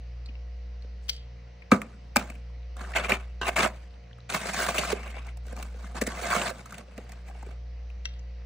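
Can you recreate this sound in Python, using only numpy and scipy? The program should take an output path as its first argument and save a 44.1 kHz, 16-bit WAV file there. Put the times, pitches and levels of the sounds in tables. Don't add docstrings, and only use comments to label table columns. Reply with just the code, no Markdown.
import sys
import numpy as np
from scipy import signal
from scipy.fft import rfft, irfft, next_fast_len
from scipy.io import wavfile
from scipy.ndimage import uniform_filter1d

SR = 44100
rng = np.random.default_rng(int(sys.argv[2]) if len(sys.argv) > 2 else 0)


def natural_amplitude(level_db):
    exponent = np.asarray(level_db, float) / 20
    return 10 ** exponent


def master_out(mix):
    frames = np.transpose(np.atleast_2d(mix))
    ceiling = np.clip(frames, -1, 1)
    pcm = np.round(ceiling * 32767).astype(np.int16)
    wavfile.write(sys.argv[1], SR, pcm)


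N = 372777

# (multiple of shaft speed, level [dB rms])
ORDERS = [(1, -45), (3, -62), (6, -91.5), (7, -83.5), (8, -67), (9, -69), (10, -73), (12, -70.5), (14, -85),
          (16, -85.5), (33, -78)]
# (frequency [Hz], level [dB rms])
DOUBLES = [(118.26, -63.5), (119.04, -64), (120.0, -60)]
# (frequency [Hz], level [dB])
HISS_COLOUR = [(30, -15.5), (80, 22), (130, 15.5), (260, 7), (500, 4.5), (900, 0.5), (1600, -0.5),
               (2100, 3), (2900, -1), (3400, -7), (4200, -3), (6000, -7), (7000, -21), (9500, -34)]
# (frequency [Hz], level [dB])
HISS_PORTS = [(100, -18.5), (300, -6.5), (500, 0.5), (850, 6), (1300, -10), (1800, -19.5), (2700, -2.5),
              (3700, -8), (5000, -4.5), (6000, -8.5), (7000, -4), (9500, 2.5)]

# (frequency [Hz], level [dB])
PORTS = [(110, -37), (200, -28.5), (400, -8), (850, -14), (1300, -5.5), (1800, -16.5), (2700, 0),
         (3700, -9.5), (5100, 1.5), (6000, -5), (7500, -2.5), (10000, 3), (15000, 5)]
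# (frequency [Hz], level [dB])
CENTRE_TREBLE = [(8000, -1.5), (9400, -2), (11500, -11.5), (13400, -6), (14500, 5)]
# (frequency [Hz], turn [rad])
TURN = [(300, -2.3), (650, -3.), (1000, -2.6), (1450, -3.6), (2000, -.6), (2700, -.6), (3500, -2.2),
        (5500, -1.8), (7000, -1.55)]
# (frequency [Hz], share [0-1])
APART = [(300, .8), (1000, 0.99), (1500, 0.87), (3500, .9), (5800, .92), (7000, .35), (9500, 0.39),
         (11000, 0.83)]

# (time [s], peak [dB], ring [Hz], length [ms])
TICKS = [(0.258, -43.5, 4100, 2.3), (0.284, -47.5, 2680, 4), (.352, -49, 2510, 1.4),
         (0.821, -48, 4090, 1.7), (1.163, -46, 4770, 1.5), (1.62, -42.5, 2090, 1.9),
         (8.157, -55, 1800, 2.6), (8.047, -43, 4100, 4), (8.136, -54.5, 4080, 1.7), (8.191, -53, 5650, 2.5),
         (1.093, -27, 4500, 2.5)]
# (frequency [Hz], t60 [s])
KITCHEN_DECAY = [(1000, .3), (3200, 0.42), (6000, 0.22), (12000, 0.17)]
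# (time [s], peak [dB], length [ms])
LATCH = [
    (1.082, -40, 2.4),
    (1.0898, -27, 1.3),
    (1.0945, -16.5, 0.69),
    (1.0985, -22.5, 1),
]
# (frequency [Hz], width [Hz], level [dB])
LATCH_MODES = [(1500, 180, -14), (2120, 210, -11), (3200, 160, -11), (3570, 270, 4), (3880, 270, 2),
               (4700, 210, -1), (5700, 230, -1), (5730, 270, -12), (7770, 360, -13),
               (13500, 150, -10), (15100, 500, -14)]
# (time [s], peak [dB], length [ms])
CATCH = [
    (8.0549, -20.5, 0.23),
    (8.058, -34, 1.2),
]
# (frequency [Hz], width [Hz], level [dB])
CATCH_MODES = [(1350, 89, -13), (1670, 140, -7), (2090, 200, -2.5), (2720, 97, 1.5), (3280, 150, -8),
               (3800, 430, -3.5), (4730, 140, -21.5), (5630, 140, -4.5), (7400, 270, -32)]

# (frequency [Hz], level [dB])
FROST = [(65, -51), (110, -16), (194, -2.5), (301, -14.5), (601, -4.5), (1180, -7), (1790, -11), (2700, -7),
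         (3200, -10.5), (5210, -13), (7920, -10), (11000, -17), (15600, -23.5), (16100, -83)]
# (frequency [Hz], width [Hz], level [dB])
BODY = [(214, 79, -8), (383, 22, 5), (563, 56, 2.5), (680, 68, 3), (900, 30, -9), (1200, 76, 4),
        (1520, 240, 3.5), (2090, 90, -0.5), (2300, 83, 6), (2674, 40, 3), (3720, 97, -2), (4260, 62, 1.5),
        (6530, 490, -7.5)]
# (frequency [Hz], level [dB], t60 [s])
PLATE = [(212.4, 13.5, 0.031), (280, 5, 0.035), (151, -9.5, 0.048), (400, -7, 0.051), (94, -13.5, 0.087),
         (189.7, -11.5, 0.12)]
# (frequency [Hz], t60 [s])
CABINET_DECAY = [(150, 0.17), (500, 0.32), (2000, 0.16), (8000, 0.14)]

# (time [s], peak [dB], ring [Hz], fizz [dB re peak])
CRACKS = [(2.935, -25.5, 2070, -32), (2.959, -20, 680, -7), (3.093, -21, 650, -1), (5.074, -36, 2600, -7),
          (4.298, -36.5, 600, 14), (4.341, -20, 1240, -11), (5.288, -46, 2900, -2),
          (4.6855, -18.5, 1280, -16), (4.743, -25, 1240, -2), (4.78, -18.5, 2400, -7),
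          (5.165, -34.5, 700, -22), (5.369, -42.5, 675, -0.5), (5.465, -44, 484, 1),
          (5.030, -38, 2300, -15), (5.596, -31.5, 726, -27), (5.741, -41, 540, -23),
          (5.971, -29.5, 950, -22), (6.218, -29, 507, -2), (6.656, -36, 1290, -1), (6.722, -31, 1300, -5),
          (5.099, -41, 2770, -11), (6.705, -41.5, 1270, 3), (6.749, -45, 1200, 3), (5.266, -44.5, 900, 2.5),
          (7.091, -42.5, 700, 0.5), (7.297, -39, 690, -11), (7.349, -43, 750, -28)]
# (time [s], peak [dB], ring [Hz], fizz [dB re peak], thud [dB re peak])
KNOCKS = [(.29, -55.5, 394, -27, 13), (1.706, -37, 1000, -17.5, -21), (1.7137, -30.5, 1514, 5.5, -36),
          (1.7161, -4.5, 1170, -22, -18), (1.7174, -9, 520, -30.5, -29.5), (1.7205, -20, 1450, -22, 16.5),
          (1.738, -38, 1500, 1.5, -27), (1.816, -28.5, 1248, -6.5, -7), (2.155, -37, 2444, -3.5, -22),
          (2.1594, -8, 1220, -4, -21), (2.1626, -12, 703, -20.5, -8), (2.171, -26.5, 557, -30, 6),
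          (2.212, -28.5, 1180, -13, -14), (4.926, -17, 430, -16, -12), (3.1185, -8, 2100, -14, -14.5),
          (3.564, -18.5, 666, 2, -16.5), (6.977, -32, 2200, -4.5, 0.1), (6.0165, -20, 535, -12, 1),
          (6.0727, -24.5, 527, 1, 1.5)]
# (time [s], peak [dB], ring [Hz], fizz [dB re peak])
LUMPS = [(0.844, -42, 533, -33), (2.299, -30, 2300, -3), (2.352, -40.5, 2390, -10), (2.766, -40, 1200, -1),
         (2.807, -30, 1350, -13), (3.648, -14.5, 1260, -14), (4.109, -47, 1670, -39),
         (4.182, -46, 1280, -13), (7.487, -39.5, 706, -18), (5.14, -39, 672, -24), (5.525, -32, 564, -7),
         (5.625, -32.5, 1230, 2.5), (5.84, -36, 1240, -19), (5.944, -34, 600, -17), (6.78, -48, 587, 12),
         (6.881, -43, 616, -23), (7.426, -35, 900, -6), (7.462, -38, 400, -6)]
# (time [s], peak [dB], ring [Hz], fizz [dB re peak], length [ms])
CLUMPS = [(2.846, -33.5, 1450, -17, 3), (2.888, -42, 860, -10, 4.6), (2.914, -37, 1410, -4, 3.1),
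          (2.96, -28, 2400, -12, 5.8), (2.993, -23.5, 615, -19, 2.1), (3.529, -37, 2020, -18, 2.9),
          (3.483, -17.5, 634, -27, 2.3), (3.563, -17.5, 2260, -19, 3.6), (3.59, -21, 1180, -1, 1.8),
          (3.629, -20, 1250, -7, 1.7), (3.657, -17, 710, -18, 3.1), (4.364, -26, 1120, -14, 1.2),
          (4.431, -34, 1920, -10, 2.9), (4.452, -30, 1570, -5, 3.8), (4.468, -25, 2180, -1, 1.5),
          (4.532, -27.5, 2180, 3, 2.5), (4.617, -21.5, 1600, -4, 2.9), (4.662, -21, 1590, -4, 1.9),
          (4.671, -21, 1630, -2, 0.95), (4.708, -30, 696, -12, 2.3), (4.788, -30, 2980, -12, 1.3),
          (4.831, -19.5, 1180, -19, 2.8),
          (6.262, -25, 590, -0.5, 5.2), (6.304, -24, 1160, -5, 2.3), (6.343, -20, 1270, -12, 5.4),
               (6.362, -13.5, 1300, -9, 1.7), (6.345, -20.5, 715, -25, 6.8), (6.413, -19.5, 2650, -12, 2.7),
               (6.468, -26, 2240, -14, 3.7), (6.036, -38, 1700, 7, 1.5), (5.565, -40.5, 2400, 4.5, 0.72),
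               (5.817, -51, 1600, -11, 2.1), (7.118, -37.5, 2040, 1, 1.8), (7.9, -45, 2500, -12, 1.6),
               (4.4, -39, 2900, -10, 3), (5.1, -47, 1800, 6, 5.2), (6.011, -21, 1800, 1.5, 4.3),
               (6.064, -24.5, 1930, 0, 4), (6.505, -28, 610, -26, 5), (6.979, -33, 450, -27, 2.4),
               (7.275, -47, 700, -20, 9.5), (4.7, -36, 2400, -6, 3.8), (6.742, -37, 2700, 3, 1.6),
               (6.782, -40, 1800, -5, 0.75), (6.325, -16, 1200, -10, 3.1), (4.598, -18, 1500, -6, 2.5)]
# (time [s], peak [dB], ring [Hz], fizz [dB re peak])
SNAPS = [(1.717, -24, 2300, 7), (2.1588, -20.5, 2700, 1.5), (2.1612, -10, 1000, -1.5),
         (2.167, -7.5, 2240, 1), (1.8168, -23, 2200, -5), (3.83, -53, 3000, -22.5),
         (3.9065, -50.5, 3600, -16.5), (3.94, -50, 3300, -17), (4.039, -50, 2200, -19),
         (4.072, -54, 1800, -22), (4.13, -43.5, 3000, -22), (4.2035, -45, 4000, -22),
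         (2.63, -51, 3400, -24), (2.5, -49.5, 1114, -10)]

# (start [s], rise [s], hold [s], 20 dB fade [s], crunch [dB])
REACH = [
    (1.01, 0.021, 0.041, .015, -79.5),
    (1.1, .01, 0.029, 0.063, -70),
]
# (start [s], rise [s], hold [s], 20 dB fade [s], crunch [dB])
SPRAY = [
    (1.722, 0.00088, .001, 0.0523, -17),
    (1.73, 0.0068, 0.0009, 0.28, -43),
    (1.816, .004, 0.0012, 0.04, -39),
]
# (start [s], rise [s], hold [s], 20 dB fade [s], crunch [dB])
BOUNCE = [
    (2.168, 0.00072, 0.00091, 0.0077, -16),
    (2.172, 0.0041, 0.0011, 0.091, -28),
    (2.26, 0.037, .001, 0.043, -42.5),
    (2.31, 0.0059, .001, 0.14, -51),
]
# (start [s], rise [s], hold [s], 20 dB fade [s], crunch [dB])
NUDGE = [
    (2.755, 0.063, .001, 0.087, -40),
    (2.8, 0.026, 0.14, 0.029, -42.5),
]
# (start [s], rise [s], hold [s], 20 dB fade [s], crunch [dB])
RAKE = [
    (2.95, 0.013, .001, 0.066, -18),
    (3.015, 0.029, 0.027, 0.01, -28.5),
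    (3.082, 0.018, 0.0097, 0.03, -19.5),
    (3.122, 0.0056, 0.023, 0.02, -22),
    (3.17, 0.025, .001, 0.14, -45),
]
# (start [s], rise [s], hold [s], 20 dB fade [s], crunch [dB])
STAB = [
    (3.411, 0.0028, 0.034, 0.055, -42),
    (3.44, 0.047, 0.011, 0.0089, -22.5),
    (3.51, 0.01, 0.046, 0.034, -44),
    (3.558, 0.0054, 0.09, 0.037, -19.5),
    (3.68, 0.035, .001, 0.23, -50.5),
]
# (start [s], rise [s], hold [s], 20 dB fade [s], crunch [dB])
SCOOP = [(4.288, 0.015, 0.031, 0.097, -32.5), (4.31, 0.038, 0.013, 0.059, -27),
         (4.38, 0.045, 0.073, 0.05, -34), (4.44, 0.022, 0.036, 0.1, -31),
         (4.525, 0.016, 0.032, 0.056, -28.5), (4.565, 0.027, 0.035, 0.095, -24.5),
         (4.65, 0.017, 0.016, 0.036, -34.5), (4.685, 0.0027, 0.011, 0.079, -28.5),
         (4.742, .006, 0.022, 0.044, -30.5), (4.775, 0.0076, 0.0089, 0.031, -21.5),
         (4.805, 0.0077, 0.041, 0.085, -30.5), (4.86, 0.033, 0.029, 0.027, -29.5)]
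# (start [s], rise [s], hold [s], 20 dB fade [s], crunch [dB])
SETTLE = [
    (4.94, 0.0087, 0.16, 0.07, -42),
    (5.135, 0.029, 0.031, 0.022, -41),
    (5.205, .012, 0.039, .06, -49.5),
    (5.25, 0.024, 0.022, 0.037, -46.5),
]
# (start [s], rise [s], hold [s], 20 dB fade [s], crunch [dB])
DRAG = [
    (5.43, 0.091, .001, 0.05, -43),
    (5.553, 0.016, 0.055, 0.15, -43.5),
    (5.67, 0.16, 0.011, 0.5, -47.5),
    (5.94, 0.044, 0.0006, 0.02, -30.5),
    (6.008, 0.016, 0.00074, 0.011, -25.5),
    (6.056, 0.011, .001, 0.47, -34.5),
    (5.84, 0.0089, 0.018, 0.027, -48.5),
]
# (start [s], rise [s], hold [s], 20 dB fade [s], crunch [dB])
PLOUGH = [
    (6.12, 0.18, 0.03, 0.2, -31.5),
    (6.28, 0.05, 0.03, 0.081, -24.5),
    (6.375, 0.018, 0.045, 0.047, -27),
    (6.44, 0.028, 0.036, 0.01, -28),
    (6.53, 0.0077, 0.075, 0.011, -48),
]
# (start [s], rise [s], hold [s], 20 dB fade [s], crunch [dB])
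LIFT = [
    (6.64, .014, 0.048, 0.052, -58),
    (6.67, 0.14, 0.0012, 0.029, -42.5),
    (6.86, 0.091, .001, 0.19, -53),
    (6.965, 0.014, .001, 0.2, -46),
    (7.07, 0.063, .001, 0.026, -46.5),
    (7.14, 0.014, 0.00093, 0.17, -52.5),
    (7.24, 0.043, .001, 0.091, -46.5),
    (7.32, 0.034, 0.16, .07, -51.5),
]
# (pushes, shelf thud [dB], bite [dB], edge [dB], fizz [dB]), all re crunch
GESTURES = [(REACH, -10, 0.1, 0.1, 12), (SPRAY, 2.1, -0.5, -7.5, -16), (BOUNCE, -5.5, -1.1, -2, -13.5),
            (NUDGE, -9.5, 2.4, -2.6, -12), (RAKE, -11.5, .1, 0.1, -15), (STAB, -8.5, .1, 0.013, -11),
            (SCOOP, -7.5, .1, 0.76, -6.5), (SETTLE, -8, 1.2, 1.1, -14.5), (DRAG, -6, 0.71, -3.6, -11),
            (PLOUGH, -11, 0.64, -1.7, -9), (LIFT, -9, -2, -3, -14.5)]

# (time [s], peak [dB], length [ms])
SKIPS = [
    (3.413, -18, 3.5),
    (3.421, -24, 1.5),
    (3.429, -21, 3),
    (3.442, -28, 3.5),
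    (3.453, -26, 1.5),
]
# (frequency [Hz], width [Hz], level [dB])
BOWL = [(1180, 140, 1.5), (1560, 88, 2.5), (2780, 130, -3.5), (3700, 110, -15), (5770, 220, -25)]
# (frequency [Hz], threshold [standard deviations])
SURVIVES = [(4800, 4), (5100, .5), (5300, .3), (5650, 2.8), (8500, 2.2), (9800, .1), (10600, -2.1),
            (13300, -2.2), (14300, -.8), (15500, .3)]

MEDIUM_DB = -40


def evened(x):
    return x / np.sqrt(np.mean(x ** 2) + 1e-20)


def read(points, hz):
    f, value = np.transpose(points)
    return np.interp(np.log(hz + 1), np.log(f + 1), value)


def shape(x, gain):
    size = next_fast_len(x.shape[-1] + 4096)
    spectrum = rfft(x, size) * gain(np.fft.rfftfreq(size, 1 / SR))
    return irfft(spectrum, size)[..., :x.shape[-1]]


def band(x, lo_hz, hi_hz):
    edges = np.minimum([lo_hz, hi_hz], [SR / 3, SR / 2.2])
    return signal.sosfilt(signal.butter(3, edges, "bandpass", fs=SR, output="sos"), x)


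def drift(rate_hz):
    return evened(shape(rng.standard_normal(N), lambda hz: np.exp(-(hz / rate_hz) ** 2)))


def patchy(x, depth_db, bins, frames):
    z = signal.stft(x, SR, nperseg=256, noverlap=192)[2]
    field = rng.standard_normal(z.shape[-2:])
    for _ in range(2):
        field = uniform_filter1d(uniform_filter1d(field, bins, 0), frames, 1)
    z = z * natural_amplitude(depth_db * evened(field))
    return signal.istft(z, nperseg=256, noverlap=192)[1][..., :N]


def tail(seconds, decays):
    count = round(seconds * SR)
    taps = rng.standard_normal(count) * (rng.random(count) < .06)
    hz, t, z = signal.stft(taps, SR, nperseg=128)
    fade = natural_amplitude(-60 * t / read(decays, hz)[:, None])
    taps = signal.istft(z * fade, SR, nperseg=128)[1]
    return taps / np.linalg.norm(taps)


def ports(near, apart, side_db, shares):
    def share(hz):
        return np.clip(read(shares, hz), 0, 1)

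    def related(hz):
        return np.exp(1j * read(TURN, hz)) * np.sqrt(1 - share(hz)) * natural_amplitude(read(side_db, hz))

    side = shape(near, related)
    side += shape(apart, lambda hz: np.sqrt(share(hz)) * natural_amplitude(read(side_db, hz)))
    both = shape(near, lambda hz: natural_amplitude(read(CENTRE_TREBLE, hz)))
    return np.array([both + side, both - side])


def struck(hits, modes):
    t, out = np.arange(3000) / SR, np.zeros(N + 3000)
    body = sum(natural_amplitude(db) * width * np.exp(-np.pi * width * t) * np.sin(2 * np.pi * hz * t)
               for hz, width, db in modes)
    for (s, db, ms), noise in zip(hits, rng.standard_normal((len(hits), 3000))):
        burst = noise * t * np.exp(-t / (ms / 1000))
        rings = signal.oaconvolve(burst, body)[:3000]
        out[round(s * SR):][:3000] += natural_amplitude(db) * rings / abs(rings).max()
    return out[:N]


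def motors():
    shaft_hz, beat_s, fan_motor_db = 59.12, 2.5, -41
    quiet_s, together_s = 1.7366, .2
    clock = np.arange(N) / SR
    t = clock - quiet_s
    out = -natural_amplitude(fan_motor_db) * np.cos(2 * np.pi * (shaft_hz + 1 / beat_s) * t)
    for k, db in ORDERS:
        upper = k > 1
        level = natural_amplitude(db + upper * 1.2 * drift(3.7))
        out += level * np.cos(2 * np.pi * k * shaft_hz * t + upper * 6 * rng.random())
    buzz = sum(natural_amplitude(db) * np.cos(2 * np.pi * hz * (clock - together_s)) for hz, db in DOUBLES)
    return np.sqrt(2) * (out + natural_amplitude(1.0 * drift(3.)) * buzz)


def hiss():
    hiss_db, capsule_db = -62.5, -89
    air = patchy(rng.standard_normal((2, N)), 1.1, bins=3, frames=30)
    air = shape(air, lambda hz: natural_amplitude(read(HISS_COLOUR, hz)))
    air = natural_amplitude(hiss_db) * air / np.std(band(air[0], 720, 8100))
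    capsule = natural_amplitude(capsule_db) * evened(band(rng.standard_normal(N), 7000, 15300))
    return ports(air[0], air[1], HISS_PORTS, [(1000, 0.99)]) + [[1], [-1]] * capsule


def ticks():
    partials = [(0.98, 11.5), (0.46, 1.0), (0.48, -13.5), (0.16, -8.5),
                (1.8, -8.5), (3.5, -28.0), (4.9, -30.0)]
    t, out = np.arange(3000) / SR, np.zeros(N + 3000)
    for (s, db, hz, ms), noise in zip(TICKS, rng.standard_normal((len(TICKS), 3000))):
        burst = noise * t * np.exp(-t / (ms / 1000))
        rings = sum(natural_amplitude(level_db) * band(burst, hz * k / 1.105, hz * k * 1.19)
                    for k, level_db in partials)
        out[round(s * SR):][:3000] += natural_amplitude(db) * rings / abs(rings).max()
    return out[:N]


def kitchen():
    clicks = ticks() + latches()
    near, apart = (clicks + natural_amplitude(-15.5) * signal.oaconvolve(clicks, tail(0.55, KITCHEN_DECAY))[:N]
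                   for _ in range(2))
    return ports(near, apart, np.add(PORTS, [0, 7.0]), [(1000, .3)])


def causal(log_gain):
    circle = np.r_[log_gain, log_gain[-2:0:-1]]
    return np.fft.ifft(np.exp(circle - 1j * signal.hilbert(circle).imag)).real[:2048]


def spot(detune):
    hz = np.fft.rfftfreq(4096, 1 / SR)
    bumps = sum(natural_amplitude(2 * db) / (1 + (2 * (hz - f * d) / width) ** 2)
                for (f, width, db), d in zip(BODY, detune))
    frost = natural_amplitude(np.maximum(read(FROST, hz), -90))
    return causal(np.log(frost) + np.log(0.22 + bumps) / 2)


def shelf_plate(t):
    modes = sum((-1) ** k * natural_amplitude(db - 60 * t / t60) * np.sin(2 * np.pi * hz * t)
                for k, (hz, db, t60) in enumerate(PLATE))
    plate = modes * (1 - np.exp(-(t / 0.0078) ** 2))
    return plate / abs(plate).max()


def all_cracks():
    crack_thud_db, lump_thud_db = -32, -8.5
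    lump_slope = -0.032
    crack_ms, knock_ms, lump_ms, snap_ms = 2.32, 1.5, 1.92, 0.63
    rows = [(*row, crack_thud_db, crack_ms) for row in CRACKS]
    rows += [(*row, knock_ms) for row in KNOCKS]
    for s, db, *rest in LUMPS:
        rows.append((s, db, *rest, lump_thud_db + lump_slope * (db - MEDIUM_DB), lump_ms))
    rows += [(*row, crack_thud_db, ms) for *row, ms in CLUMPS]
    rows += [(*row, crack_thud_db, snap_ms) for row in SNAPS]
    return rows


def cracks():
    rows = all_cracks()
    t, out = np.arange(8000) / SR, np.zeros(N + 8000)
    plate, colour = shelf_plate(t), spot(np.ones(len(BODY)))
    noises = rng.standard_normal((len(rows), 8000))
    for (s, db, hz, fizz_db, thud_db, ms), noise in zip(rows, noises):
        burst = noise * t ** 2 * np.exp(-t / (ms / 1600))
        wide = signal.oaconvolve(burst, colour)[:8000]
        peak = signal.iirpeak(hz, 3.0, SR)
        ring = signal.lfilter(*peak, signal.lfilter(*peak, burst))
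        body = band(evened(ring) + 0.42 * evened(wide), 310, 4800)
        fizz = band(wide, 2400, 19000)
        sound = body / abs(body).max() + natural_amplitude(fizz_db) * fizz / abs(fizz).max() + natural_amplitude(thud_db) * plate
        out[round(s * SR):][:8000] += natural_amplitude(db) * sound
    return out[:N]


def crunch(per_s=7000., spread_db=2.5, clump_db=1.23):
    size_db = spread_db * np.minimum(rng.exponential(1, N), 5)
    size_db += clump_db * drift(56.0) + 2.0 * drift(130.0)
    snaps = natural_amplitude(size_db) * rng.choice([-1., 1.], N) * (rng.random(N) < per_s / SR)
    place = rng.integers(0, 6, N // 900 + 1).repeat(900)[:N]
    detunes = 1 + 0.046 * rng.standard_normal((6, len(BODY)))
    return sum(signal.oaconvolve(snaps * (place == k), spot(d))[:N] for k, d in enumerate(detunes))


def pressure(pushes):
    power = np.full(N, 1e-14)
    for start, rise, hold, fade, db in pushes:
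        part = power[round(start * SR):][:SR]
        t = np.arange(len(part)) / SR
        swell = np.minimum(t / abs(rise), 1) ** 0.89
        fading = np.maximum(t - abs(rise) - abs(hold), 0) / abs(fade)
        part += (swell * natural_amplitude(db - 20 * fading)) ** 2
    return np.sqrt(power)


def strokes():
    thud_slope, fizz_slope = -0.24, -0.036
    ice, out = patchy(crunch(), 2.1, 3, 10), np.zeros(N)
    scale = np.std(band(ice, 300, 2800))
    thud = evened(band(ice, 130, 300))
    body = band(ice, 300, 900) / scale
    bite = band(ice, 900, 1800) / scale
    edge = band(ice, 1800, 3300) / scale
    fizz = band(ice, 3300, 17000) / np.std(band(ice, 2800, 9000))
    for pushes, thud_db, bite_db, edge_db, fizz_db in GESTURES:
        gain = pressure(pushes)
        hard = gain / natural_amplitude(MEDIUM_DB)
        sound = body + natural_amplitude(bite_db) * bite + natural_amplitude(edge_db) * edge
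        sound += natural_amplitude(thud_db) * hard ** thud_slope * thud
        sound += natural_amplitude(fizz_db) * hard ** fizz_slope * fizz
        out += natural_amplitude(-2.5) * gain * sound
    return out


def latches():
    latch = band(struck(LATCH, LATCH_MODES), 1150, 16000)
    return latch + band(struck(CATCH, CATCH_MODES), 1300, 7500)


def skips():
    return struck(SKIPS, BOWL)


def scattered(x):
    turn = 2 * np.pi * (7 * np.arange(N) / SR + np.arange(3)[:, None] / 3)
    paths = rng.standard_normal((3, 600)) * np.exp(-np.arange(600) / 90)
    paths /= np.linalg.norm(paths, axis=1, keepdims=True)
    return signal.oaconvolve(x * np.sqrt(2 / 3) * np.cos(turn), paths, axes=1)[:, :N].sum(0)


def scene():
    spoon = strokes() + cracks() + skips()
    near = spoon + natural_amplitude(-14.5) * signal.oaconvolve(spoon, tail(.35, CABINET_DECAY))[:N]
    return ports(near, scattered(near), PORTS, APART) + kitchen() + motors() + hiss()


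def dropouts(x):
    top_hz, sudden_top_hz = 15850, 16500
    middle_and_side = np.array([x[0] + x[1], x[0] - x[1]]) / 2
    hz, _, (mid, side) = signal.stft(middle_and_side, SR, nperseg=1024, noverlap=768)
    row_hz = hz[:, None]
    field = uniform_filter1d(rng.standard_normal(mid.shape), size=7, axis=0)
    field = uniform_filter1d(field, size=16, axis=1)
    column = uniform_filter1d(rng.standard_normal(mid.shape[1]), size=6)
    chance = .75 * evened(field) + .66 * evened(column) * (row_hz > 8000)
    treble = (abs(side[hz > 9000]) ** 2).sum(0)
    sudden = treble > 2.6 * uniform_filter1d(treble, size=17)
    islands = 1. * (chance < read(SURVIVES, hz)[:, None])
    keep = uniform_filter1d(islands, size=5, axis=0) > .5
    inside = (row_hz < top_hz) | sudden & (row_hz < sudden_top_hz)
    keep = (keep | sudden & (row_hz > 8000)) & inside
    kept = np.array([mid * keep, side * inside])
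    mid, side = signal.istft(kept, nperseg=1024, noverlap=768)[1][:, :N]
    return np.array([mid + side, mid - side])


def top_cut(x):
    return signal.sosfilt(signal.butter(12, 16810, fs=SR, output="sos"), x)


def record(dry):
    low_cut_hz = 38
    mix = shape(np.clip(dry, -1, 1), lambda hz: 1 / (1 + (low_cut_hz / (hz + 1)) ** 6))
    mix = dropouts(mix)
    return top_cut(mix)


dry = scene()
out = record(dry)
master_out(out)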